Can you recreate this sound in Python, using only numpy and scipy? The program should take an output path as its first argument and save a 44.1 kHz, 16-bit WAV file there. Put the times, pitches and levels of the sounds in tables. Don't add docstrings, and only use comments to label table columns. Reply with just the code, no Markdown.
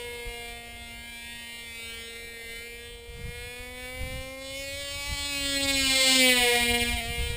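import sys
import numpy as np
from scipy import signal
from scipy.fft import rfft, irfft, next_fast_len
from scipy.io import wavfile
from scipy.ndimage import uniform_filter1d, map_coordinates

SR = 44100
rng = np.random.default_rng(int(sys.argv[2]) if len(sys.argv) > 2 else 0)


def wav_record(signal):
    frames = np.transpose(np.atleast_2d(signal))
    bounded = np.clip(frames, -1, 1)
    quanta = np.round(bounded * 32767).astype(np.int16)
    wavfile.write(sys.argv[1], SR, quanta)


def voltage_ratio(decibels):
    exponent = np.asarray(decibels, float) / 20
    return 10 ** exponent


N = 324576
STEP = 64
FAR_DB = -41

# [t/s, level/dB]
BUZZ_LEVEL = [(0.0, -40.5), (0.49, -40.5), (0.63, -44.5), (2.01, -40.5), (2.89, -44), (3.03, -50.5),
              (3.4, -41), (3.65, -42), (4.14, -40), (4.37, -45), (4.53, -40.5), (5.14, -36), (6.31, -21),
              (6.35, -23), (6.79, -27), (7.07, -35), (7.26, -34.5), (7.36, -38.5)]
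# [t/s, lag/firing periods, strength/0-1]
GROUND_BOUNCE = [(0, .52, .6), (1.9, .83, .7), (2.1, .88, .65), (2.6, .89, .6), (3.25, .97, .35),
                 (4.35, .975, .55), (4.9, .81, .6), (5.1, .72, .45), (5.55, .84, .55), (5.88, 1.22, .6),
                 (6.02, 1.5, .5), (6.19, 1.86, .5), (6.28, 1.93, .6), (6.37, 1.8, .5), (6.6, 1.26, .45),
                 (6.75, 1, .6), (7, .66, .7), (7.36, .48, .7)]


def unit(x):
    return x / np.sqrt(np.mean(x ** 2) + 1e-20)


def along(points, hz):
    f, v = np.transpose(points)
    return np.interp(np.log(hz + 1), np.log(f + 1), v)


def curves(rows):
    s, *cols = np.transpose(rows)
    return [np.interp(np.arange(N) / SR, s, c) for c in cols]


def wobble(rate):
    knots = rng.standard_normal(int(N * rate / SR) + 4)
    return map_coordinates(knots, [np.arange(N) * rate / SR])


def bumps(rows, height=lambda row: row[1]):
    t = np.arange(0, N, STEP) / SR
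    swell = sum(height(r) * np.exp(-((t - r[0]) / r[2]) ** 2) for r in rows)
    return np.interp(np.arange(N), t * SR, swell)


def coloured(x, spectrum):
    m = next_fast_len(N + 8192)
    gain = voltage_ratio(along(spectrum, np.fft.rfftfreq(m, 1 / SR)))
    return irfft(rfft(x, m) * gain, m)[:N]


def rush(spectrum):
    return unit(coloured(rng.standard_normal(N), spectrum))


def field():
    # [f/Hz, level/dB per Hz]
    murmur = [(100, 0), (250, -4), (500, 7.5), (800, 0.5), (1200, -20), (3000, -22), (5500, -22)]
    # [t/s, level/dB]
    murmur_level = [(0, -56.5), (1, -60), (2.3, -57.5), (3.3, -61.5), (5, -60), (7.36, -55.5)]
    # [f/Hz, level/dB per Hz]
    drone = [(40, -32), (65, -5), (78, 6), (92, -6), (140, -25)]
    murmur_db = curves(murmur_level)[0] + 0.6 * wobble(2.74)
    drone_db = -55.5 + 3.8 * wobble(2.316)
    return voltage_ratio(murmur_db) * rush(murmur) + voltage_ratio(drone_db) * rush(drone)


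def bird():
    # [t/s, f/Hz, level/dB]
    chirp = [
        (2.06, 2180, -85),
        (2.1, 2190, -68),
        (2.2, 2215, -55),
        (2.225, 2214, -73),
        (2.235, 2215, -95),
    ]
    hz, db = curves(chirp)
    return voltage_ratio(db) * np.sin(2 * np.pi * np.cumsum(hz) / SR)


def wind():
    # [f/Hz, level/dB per Hz]
    buffet_colour = [(15, -4), (30, 1), (80, 2), (120, -17.5), (200, -25.5), (400, -40)]
    # [f/Hz, level/dB per Hz]
    flutter_colour = [(60, -45), (110, 6), (170, -4), (220, -13.5), (400, -33), (1200, -65)]
    # [t/s, buffet level/dB, flutter over buffet/dB]
    breeze_level = [(0, -49, -12), (1.5, -54.5, -10.5), (2.5, -53, -14), (4.5, -48.5, -10.5),
                    (6.3, -50.5, -12.5), (7.36, -43, -5.5)]
    # [t/s, buffet level/dB, half length/s, flutter over buffet/dB]
    gusts = [(0.279, -34, 0.022, -13), (0.474, -58, 0.021, -21), (0.752, -48.5, 0.017, -28),
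             (2.6, -53, 0.044, -11), (2.95, -53, .06, -19), (3.103, -44, 0.02, -12.5),
             (3.172, -47, 0.035, -1), (3.26, -40, 0.049, -4.5), (3.42, -43.5, 0.057, -10.5),
             (3.61, -47.5, 0.019, -22), (4.029, -34, 0.038, -10.5), (4.115, -38, 0.036, 2.5),
             (4.194, -42.5, 0.068, -8), (4.713, -50, 0.023, -16), (4.958, -45, .03, -12),
             (5.124, -35.5, 0.037, -6.5), (5.434, -49, 0.089, -4), (5.72, -45, 0.14, -3.5),
             (5.848, -39.5, 0.046, -17), (6.407, -36.5, .02, -9), (6.563, -47, 0.021, -3),
             (6.621, -37.5, .015, -18.5), (6.72, -34, 0.035, -24), (6.823, -39, .03, -20),
             (6.93, -32.5, 0.062, -16), (7.092, -37, 0.036, -9), (7.202, -37.5, 0.021, -13),
             (7.315, -38, 0.066, -12.5)]
    breeze_db, flutter_db = curves(breeze_level)
    breeze = voltage_ratio(breeze_db + 1.6 * wobble(11))
    lumps = 1.2 * wobble(13)
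    buffet = unit(voltage_ratio(lumps) * rush(buffet_colour))
    flutter = unit(voltage_ratio(lumps + 2.5 * wobble(30)) * rush(flutter_colour))
    buffet_gain = breeze + bumps(gusts, lambda gust: voltage_ratio(gust[1]))
    flutter_gain = breeze * voltage_ratio(flutter_db) + bumps(gusts, lambda gust: voltage_ratio(gust[1] + gust[3]))
    return buffet_gain * buffet + flutter_gain * flutter


def airframe():
    # [f/Hz, level/dB per Hz]
    whoosh = [(200, -3), (400, 3), (700, 7.5), (1100, -11), (2500, 6), (4000, 18), (5500, -9.5)]
    near_db = uniform_filter1d(curves(BUZZ_LEVEL)[0], size=SR // 4) - FAR_DB
    return voltage_ratio(-66 + 1.62 * near_db + 0.81 * wobble(5.3)) * rush(whoosh)


def shaft(hz):
    # [t/s, share of the pulse lost, delay/periods]
    misfires = [
        (5.165, .35, .03),
        (5.345, .15, .012),
        (6.98, .45, .05),
        (7.011, .5, .07),
    ]
    t = np.arange(N) / SR
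    turns = np.cumsum(hz) / SR + .003 * wobble(60) + .006 * wobble(8)
    strength = voltage_ratio(0.59 * wobble(120))
    for s, lost, late in misfires:
        u = (t - s) / 0.0016  # s, about one pulse
        strength *= 1 - lost * np.exp(-u ** 2)
        turns -= late * (1 + np.tanh(u)) / 2
    return turns, strength


def eddies(shape, depth_db, turn, rate):
    knots = rng.standard_normal((2 * shape[0], int(N * rate / SR) + 4))
    where = np.arange(shape[1]) * STEP * rate / SR
    level, phase = np.split(np.array([map_coordinates(k, [where]) for k in knots]), 2)
    return voltage_ratio(depth_db * level) * np.exp(1j * turn * phase)


def exhaust(hz, turns, buzz_db, treble_db):
    # [f/Hz, level/dB]
    silencer = [(900, -49), (1250, -13), (1600, -11), (1880, -7), (2130, 3.5), (2380, -0.5), (2620, -4.5),
                (2870, -3.5), (3150, -1), (3500, -4.5), (4000, -5), (4600, -11), (5200, -12.5),
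                (6000, -19.5)]
    # [delay/ms, gain]
    pipe = [(1.1, .12), (1.7, .2), (.45, .12)]
    # [f/Hz, level/dB]
    grass = [(1000, 1.5), (2500, -.5), (5500, -5)]
    lag, share = (c[::STEP] for c in curves(GROUND_BOUNCE))
    order = np.arange(5, 27)[:, None]
    f = order * hz[::STEP]
    echoes = sum(g * np.exp(-2j * np.pi * f * ms / 1000) for ms, g in pipe)
    gain = voltage_ratio(along(silencer, f)) * (1 + echoes)
    bounce = share * voltage_ratio(along(grass, f)) * np.exp(-2j * np.pi * order * lag)
    gain = gain * (1 + bounce * eddies(f.shape, 2.5, .55, 7))
    gain = gain * eddies(f.shape, 1.3, .7, 1.5) * eddies(f.shape, 1.9, .18, 12)
    near = voltage_ratio(buzz_db - buzz_db.max())[::STEP]
    gain = gain * voltage_ratio(4.5 * near * np.exp(-((f - 3260) / 580) ** 2))

    def band(lo, hi):
        power = np.sum(abs(gain) ** 2 * (f > lo) * (f < hi), axis=0) / 2
        return np.sqrt(uniform_filter1d(power, size=60))

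    gain /= band(1700, 4000)
    treble_part = along([(2500, 0), (3300, 0.043), (4200, 0.67)], f)
    gain *= (voltage_ratio(treble_db[::STEP] + 1.0) / band(4000, 9900)) ** treble_part
    low_mid_part = along([(1650, 0.16), (1850, 0.088)], f)
    gain *= (voltage_ratio(-17.5) / band(1100, 1870)) ** low_mid_part
    n = np.arange(N)
    buzz = 0
    for k, g in zip(order[:, 0], gain):
        angle = 2 * np.pi * k * turns
        real, imag = np.interp(n, n[::STEP], g.real), np.interp(n, n[::STEP], g.imag)
        buzz = buzz + real * np.cos(angle) - imag * np.sin(angle)
    return voltage_ratio(buzz_db) * buzz


def low_orders(turns, ahead, lag):
    # [t/s, level/dB]
    hum = [(0, -42), (1.3, -50.5), (2.9, -50.5), (3.6, -50.5), (4.3, -46.5), (4.75, -42.5), (5.3, -41),
           (5.7, -38), (6.2, -29.5), (6.5, -27.5), (6.75, -34), (7.1, -40), (7.36, -44.5)]
    # [level over the hum/dB, extra ahead of the nose/dB, phase turned by the grass/rad]
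    orders = [
        (-1.5, 2.5, 0.01),
        (0.5, 1.5, 0.14),
        (-6, -2, 0.0088),
        (-10.5, 0.5, 0.01),
    ]
    # [t/s, loss/dB, half length/s]
    banking = [
        [(2.7, -9, 0.89), (3.25, -20, 0.21), (4.1, -4.5, 0.53), (4.9, -13.5, 0.45), (6.45, -6.5, .2)],
        [(1.05, -12, 0.53), (5.9, -4.5, 0.33), (7, -6.5, 0.13)],
        [(.12, -12, 0.15), (1.6, -9.5, 0.75), (2.9, -10, 0.52), (4.5, -8, .3), (5.9, -3.5, 0.26)],
        [(3.1, -6, 0.36), (6.6, -3, 0.52)],
    ]
    hum_db = curves(hum)[0]
    low = 0
    for k, ((db, ahead_db, turn), hidden) in enumerate(zip(orders, banking), 1):
        angle = 2 * np.pi * k * turns + 0.38 * k
        both_paths = np.cos(angle) + 0.71 * np.cos(angle - 2 * np.pi * k * lag - turn)
        order_db = hum_db + db + bumps(hidden) + ahead_db * ahead + 0.85 * wobble(4.31)
        low = low + voltage_ratio(order_db) * both_paths
    return low


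def gas_rush(hz, turns, buzz_db, ahead, facing, lag, share):
    # [f/Hz, level/dB per Hz]
    roar_colour = [(300, 21.5), (700, 6), (1300, 6), (2200, 32.5), (3500, 24.5), (5500, -17)]
    # [f/Hz, level/dB]
    dull = [(2500, 0), (3800, -1), (5500, -6)]
    puff = 1 + 0.34 * np.cos(2 * np.pi * turns - .8)
    roar = unit(puff * rush(roar_colour))
    roar = facing * roar + (1 - facing) * coloured(roar, dull)
    n = np.arange(N)
    bounced = np.interp(n - lag / hz * SR, n, roar)
    roar = (roar + share * bounced) / np.sqrt(1 + share ** 2)
    gas_db = uniform_filter1d(buzz_db, size=SR // 8) - 17.5 - 5 * (1 - ahead ** 2) + 1.2 * wobble(6)
    return voltage_ratio(gas_db) * roar


def engine():
    # [t/s, firing rate heard f/Hz]
    flight = [(0, 240.6), (.45, 235.8), (1.56, 234.4), (1.8, 230.7), (2.05, 229.9), (2.52, 230.5),
              (2.91, 237.3), (3.05, 234.1), (3.4, 240.7), (3.73, 249.3), (4.53, 269.4), (4.8, 280.3),
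              (5.1, 284.9), (5.7, 275.3), (5.9, 265.9), (6.15, 261.8), (6.48, 240.3), (7.36, 236)]
    # [t/s, change of rate/Hz, half length/s]
    surges = [(.92, -1, 0.075), (1.094, 1, 0.032), (1.324, 1, 0.064), (1.626, 0.7, 0.042),
              (2.087, 0.8, 0.058), (3.077, 1.65, 0.042), (3.197, -1, 0.049), (3.864, -1.27, 0.034),
              (4.605, 2.07, 0.046), (4.793, 1.5, .04), (2.255, 3, .12), (2.668, 2, 0.073),
              (4.17, .5, 0.081), (5.022, -1, 0.033), (5.104, 2, 0.034), (5.29, 2.3, 0.054),
              (5.62, 0.5, 0.043), (5.701, .5, .02), (5.99, 0.5, .06), (6.197, 1, 0.049), (6.357, -1, 0.038),
              (6.687, -1, 0.1245), (6.773, 0, 0.018), (6.836, -1, 0.037), (7.035, -7, .04),
              (7.11, -1.5, 0.042), (7.271, 1, 0.052)]
    # [t/s, angle/degrees]
    heading = [(0, 160), (1.4, 140), (2.5, 105), (3.18, 90), (4.2, 58), (4.6, 30), (5.5, 20), (6.15, 38),
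               (6.3, 65), (6.47, 110), (6.8, 145), (7.36, 155)]
    # [t/s, level/dB, half length/s]
    buzz_swells = [(.94, 0.5, 0.087), (1.106, 1, 0.033), (1.28, 1.5, 0.13), (1.86, 2, 0.12), (2.337, 0, 0.046),
                   (2.55, 3.5, 0.094), (3.721, -2.5, .05), (3.849, 1.5, 0.05), (4.923, 0, .05),
                   (5.6, -1.5, 0.027), (5.67, -2.5, 0.017), (5.709, 2, 0.013), (5.753, -1.5, .02),
                   (6.221, 0, 0.037), (6.301, 0.5, 0.029), (6.77, -1, 0.021)]
    hz = curves(flight)[0] + bumps(surges)
    buzz_db = curves(BUZZ_LEVEL)[0]
    ahead = np.cos(np.radians(curves(heading)[0]))
    lag, share = curves(GROUND_BOUNCE)
    facing = (1 + np.tanh((ahead - 0.63) / 0.17)) / 2
    treble_db = -13.5 + 12 * facing + 0.21 * (buzz_db - FAR_DB)
    turns, strength = shaft(hz)
    buzz_db = buzz_db + bumps(buzz_swells)
    pulses = exhaust(hz, turns, buzz_db, treble_db) + low_orders(turns, ahead, lag)
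    return strength * pulses + gas_rush(hz, turns, buzz_db, ahead, facing, lag, share)


def scene():
    return (field() + bird() + wind() + airframe() + engine())[None]


def low_pass(x):
    return signal.sosfilt(signal.butter(12, 16640, fs=SR, output="sos"), x)


def record(dry):
    # [f/Hz, level/dB]
    input_filter = [(4800, 0), (5500, 2.5), (5800, -1), (6000, -19)]
    # [f/Hz, level/dB]
    band_limit = [(14500, 0), (15250, -3), (15400, -50), (16600, -60)]
    filtered = coloured(dry[0], input_filter + [(6300, -90)])
    slow = signal.resample_poly(filtered, 160, 147)[::4]
    held = signal.resample_poly(np.repeat(slow, 4), 147, 160)[:N]
    return low_pass(coloured(held, band_limit)[None])


dry = scene()
out = record(dry)
wav_record(out)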